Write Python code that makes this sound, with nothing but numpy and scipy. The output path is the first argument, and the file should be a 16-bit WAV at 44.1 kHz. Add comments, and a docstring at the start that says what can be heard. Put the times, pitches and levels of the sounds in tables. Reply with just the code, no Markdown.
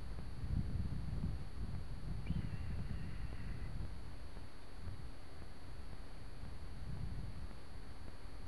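"""Hawk scream in light wind

A hawk far overhead gives one long hoarse scream: a short yelp, a leap in pitch, then two rasping
tones, one from each side of the syrinx. A small bird peeps faintly; trees echo both birds.
Wind buffets the microphone of a small camera, whose electronics hiss, whine and tick twice a second."""
import sys
import numpy as np
from scipy import signal
from scipy.fft import rfft, irfft, next_fast_len
from scipy.io import wavfile
from scipy.ndimage import map_coordinates

SR = 44100
rng = np.random.default_rng(int(sys.argv[2]) if len(sys.argv) > 2 else 0)


def transcribe(signal):
    """Save signal, clipped to [-1, 1], as a 16-bit WAV file at the path in sys.argv[1]."""
    frames = np.atleast_2d(signal).T
    limited = np.clip(frames, -1, 1)
    pcm = np.round(limited * 32767).astype(np.int16)
    wavfile.write(sys.argv[1], SR, pcm)


N = 373527
TIME_S = np.arange(N) / SR


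def amp(db):
    """Decibels to gain."""
    return 10 ** (np.asarray(db) / 20)


def unit(x):
    """Scale to rms 1."""
    return x / np.sqrt(np.mean(x ** 2) + 1e-20)


def curve(points):
    """(t/s, value) points to one value per sample."""
    return np.interp(TIME_S, *np.transpose(points))


def bump(centre_s, width_s):
    """Gaussian of height 1; width_s from centre to 1/e."""
    return np.exp(-np.minimum(((TIME_S - centre_s) / width_s) ** 2, 50))


def ramp(start_s, length_s):
    """Linear rise from 0 to 1."""
    return np.clip((TIME_S - start_s) / length_s, 0, 1)


def wobble(rate_hz):
    """Smooth random curve, rate_hz knots a second."""
    knots = rng.standard_normal(int(N * rate_hz / SR) + 4)
    return map_coordinates(knots, [np.arange(N) * rate_hz / SR])


def filtered(x, response):
    """Apply a complex frequency response."""
    size = next_fast_len(N + SR // 2)
    return irfft(rfft(x, size) * response(np.fft.rfftfreq(size, 1 / SR)), size)[:N]


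def noise(spectrum):
    """Noise of rms 1, coloured by (f/Hz, relative level/dB) points on a log axis."""
    knots_hz, db = np.transpose(spectrum)
    colour = lambda hz: amp(np.interp(np.log(hz + 1), np.log(knots_hz), db, left=-120, right=-120))
    return unit(filtered(rng.standard_normal(N), colour))


def tones(lines):
    """Steady sines of random phase from (f/Hz, rms level/dB) rows."""
    return sum(np.sqrt(2) * amp(db) * np.sin(2 * np.pi * (hz * TIME_S + rng.random()))
               for hz, db in lines)


# Hiss spectrum: f/Hz, relative level/dB
HISS_SPECTRUM = [(60, -8), (200, 0), (400, -2.5), (600, -5), (1000, -7.5), (1900, -11), (2500, -15.5),
                 (3200, -18.5), (4200, -22), (5500, -27.5), (7500, -31.5), (10300, -35.5), (11300, -37),
                 (12000, -58)]

def hiss():
    """Even rush of air and microphone noise."""
    return amp(-60.5 + 0.18 * wobble(11)) * noise(HISS_SPECTRUM)


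# Steady hum and gated readout lines: f/Hz, rms level/dB
HUM_LINES = [(275, -69.5), (385.7, -77), (771.4, -80.5), (1157.1, -82.5), (1542.8, -85), (10702.1, -81),
             (11347.9, -88)]
READOUT_LINES = [(3021.4, -88.5), (3407.1, -87.5), (3792.9, -83), (4178.6, -76), (4564.3, -74), (4950, -88),
                 (5335.6, -96.5), (8357.1, -99), (8742.9, -84.5), (9128.6, -91), (9514.3, -98.5),
                 (9900, -100)]

def whine(frame_hz=17.141, pause_phase=0.838, half_pause_s=.0016, edge_s=.0004):
    """Camera hum, plus image sensor readout that pauses between frames."""
    from_pause_s = np.abs((TIME_S * frame_hz - pause_phase + .5) % 1 - .5) / frame_hz
    reading = np.clip((from_pause_s - half_pause_s) / edge_s, 0, 1)
    return tones(HUM_LINES) + reading * tones(READOUT_LINES)


# Supply steps: t/s, relative level/dB
SUPPLY_STEPS = [(0.189, -37.5), (0.6998, -42), (1.2297, -42), (1.7503, -38.5), (2.2705, -38), (2.7907, -39),
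                (3.329, -38), (3.8511, -40), (4.371, -39.5), (4.8815, -40.5), (5.422, -41), (5.9319, -39.5),
                (6.452, -40), (6.9723, -41), (7.512, -38.5), (8.0828, -39)]

def ticks(leak_hz=45, edge_hz=2100):
    """The supply voltage steps up and down in turn; each step leaks away through the input coupling."""
    impulses = np.zeros(N)
    for k, (at_s, db) in enumerate(SUPPLY_STEPS):
        impulses[round(at_s * SR)] = (-1) ** k * amp(db)
    leak = lambda hz: SR / (2 * np.pi * (leak_hz + 1j * hz))
    soft_edge = lambda hz: 1 / (1 + 1.5j * hz / edge_hz - (hz / edge_hz) ** 2)
    return amp(2.4) * filtered(impulses, lambda hz: leak(hz) * soft_edge(hz))


# Buffet envelope, gusty first half, lull, three puffs: t/s, relative level/dB
GUSTS = [(0, -49.5), (.25, -47.5), (.59, -38.5), (.95, -42), (1.24, -39.5), (1.52, -49), (1.66, -42.5),
         (1.9, -48), (2.38, -39.5), (2.6, -46), (2.88, -42), (3.35, -47.5), (3.55, -43.5), (3.95, -46.5),
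         (4.2, -53), (4.78, -56.5), (4.88, -44.5), (5.05, -52), (6.3, -52), (6.46, -45.5), (6.62, -53),
         (6.92, -45), (7.3, -47), (7.75, -55), (8.47, -50.5)]
# Wind spectra: f/Hz, relative level/dB
EDDY_SPECTRUM = [(8, -4), (20, 0), (45, -0.5), (80, -3.5), (120, -9.5), (180, -16), (260, -26.5),
                 (450, -41.5)]
FLUTTER_SPECTRUM = [(20, -8.5), (35, 1), (60, 3.5), (120, 1), (190, -6), (260, -17.5), (340, -21.5),
                    (500, -36), (900, -51.5)]
RUSTLE_SPECTRUM = [(200, -11), (380, 0), (600, -4), (1000, -11), (2000, -29)]

def wind(full_gust_db=-40, rustle_db=-70, rustle_db_per_db=1.6):
    """Weak air rolls over the microphone in slow eddies; gusts break into lumpy flutter and rustle."""
    level_db = curve(GUSTS)
    gusty = np.clip((level_db + 51) / 11, .02, .9)
    level_db += 1.28 * wobble(12)
    eddies = unit(noise(EDDY_SPECTRUM) * amp(0.68 * wobble(14)))
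    lumps = amp(3.6 * wobble(70))
    flutter = unit(noise(FLUTTER_SPECTRUM) * lumps)
    rustle = unit(noise(RUSTLE_SPECTRUM) * lumps)
    buffet = amp(0.57) * np.sqrt(1 - gusty) * eddies + amp(0.24) * np.sqrt(gusty) * flutter
    rustle_gain = amp(rustle_db + rustle_db_per_db * (level_db - full_gust_db))
    return amp(level_db) * buffet + rustle_gain * rustle


# Single eddies: t/s, peak level/dB
EDDY_HITS = [(0.569, -31), (0.594, -28.5), (1.24, -29.5), (2.306, -27.5), (2.394, -37), (2.449, -33.5),
             (2.91, -33)]

def thumps(width_s=0.0016):
    """An eddy hitting the microphone port gives one short push between two weaker pulls."""
    lobe = lambda u: (1 - u ** 2) * np.exp(-u ** 2 / 2)
    return sum(amp(db) * lobe(np.clip((TIME_S - at_s) / width_s, -10, 10)) for at_s, db in EDDY_HITS)


def trees(x, t60_s=0.27, wet_db=-12.5):
    """Surrounding trees scatter a faint short echo."""
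    delay_s = np.arange(SR // 2) / SR
    tail = rng.standard_normal(len(delay_s)) * amp(-60 * delay_s / t60_s)
    return x + amp(wet_db) * signal.fftconvolve(x, tail / np.linalg.norm(tail))[:N]


# Peeps: t/s, f/Hz, level/dB
BIRD_PEEPS = [(2.38, 3930, -78), (4.34, 3720, -80), (4.63, 3620, -76), (4.94, 3860, -76)]

def small_bird(width_s=.018):
    """Short distant whistles, barely above the hiss."""
    return sum(amp(db) * bump(at_s, width_s) * tones([(hz, 0)]) for at_s, hz, db in BIRD_PEEPS)


def syrinx_tone(pitch_hz, jitter, jitter_rate_hz, shimmer_db):
    """One side of the syrinx: a whistle whose pitch and strength shake irregularly."""
    shaken_hz = pitch_hz * (1 + jitter * wobble(jitter_rate_hz))
    phase = 2 * np.pi * np.cumsum(shaken_hz) / SR
    return unit(np.sin(phase) * amp(shimmer_db * wobble(180)))


# Upper tone's base pitch: t/s, f/Hz
SCREAM_PITCH = [(2.28, 2920), (2.305, 3060), (2.34, 3110), (2.39, 2960), (2.47, 2850), (2.72, 2700),
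                (2.94, 2850), (3.47, 2855), (3.52, 2630), (3.7, 2550)]
# Swells: t/s, half-width/s, strength/0-1
SCREAM_SWELLS = [(2.54, .06, .7), (3.025, .045, 1), (3.275, .05, .9), (3.415, .022, .9)]
# Rasp spectrum: f/Hz, relative level/dB
RASP_SPECTRUM = [(900, -33), (1300, 3), (1750, 7.5), (2100, -1), (2400, 3), (2800, 0), (3100, -14),
                 (4000, -33)]

def hawk():
    """A clean yelp leaps to a hoarse two-tone scream, which ends on an accent of the lower tone."""
    yelp_hz, lower_hz, waver_hz, swell_flat_hz = 2346, 1994, 35, 170
    yelp_db, upper_db, lower_db, rasp_db, accent_db = -55, -75, -71, -67.5, -68
    leap_s, lower_start_s, end_s = 2.275, 2.34, 3.7
    settle_s, release_s, fade_db_per_s = .13, .03, 2.5

    age_s = np.maximum(TIME_S - leap_s, 0)
    yelp = bump(2.272, .0084)
    leap = ramp(leap_s, .006)
    opening = np.exp(-age_s / settle_s)
    crack = .8 * bump(2.325, .028)
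    slack = bump(2.81, .055)
    accent = bump(3.662, .013)
    held = 1 - ramp(end_s - release_s, release_s)

    # Swells lift the upper tone, clear the voice and pull both tones flat.
    swell = sum(strength * bump(at_s, width_s) for at_s, width_s, strength in SCREAM_SWELLS)
    hoarse = (1 - .35 * opening) * (1 - .34 * swell) * (1 - .5 * accent)
    flat_hz = swell_flat_hz * swell
    upper_hz = yelp_hz + leap * (curve(SCREAM_PITCH) - yelp_hz) - flat_hz
    upper_hz += waver_hz * hoarse * wobble(30)

    upper_gain = leap * held * amp(upper_db + 9 * opening + 7 * swell - fade_db_per_s * age_s)
    upper_gain += amp(yelp_db) * yelp
    lower_shape = ramp(lower_start_s, .015) * held * amp(0.8 * wobble(21.96) + 2.5 * opening - 7 * slack)

    upper = upper_gain * syrinx_tone(upper_hz, .021 * hoarse, jitter_rate_hz=420, shimmer_db=3 * hoarse)
    lower = syrinx_tone(lower_hz - flat_hz, .037 * hoarse, jitter_rate_hz=380, shimmer_db=3.5)
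    lower *= amp(lower_db) * lower_shape + amp(accent_db) * accent
    rasp = unit(noise(RASP_SPECTRUM) * amp(2.2 * wobble(120)))
    rasp *= amp(rasp_db) * hoarse * lower_shape
    # The voice cracks at the top of the leap.
    sidebands = crack * upper * noise([(200, -5), (420, 0), (800, -20)])
    return upper + sidebands + lower + rasp


def scene():
    """Birds among trees, wind and camera noise, in mono."""
    birds = trees(hawk() + small_bird())
    air = wind() + thumps()
    return (birds + air + hiss() + whine() + ticks())[None]


def record(dry, top_hz=11806, dc_offset=-.007):
    """The camera cuts everything above its band limit; its converter rests slightly below zero."""
    return filtered(dry[0], lambda hz: hz < top_hz)[None] + dc_offset


dry = scene()
out = record(dry)
transcribe(out)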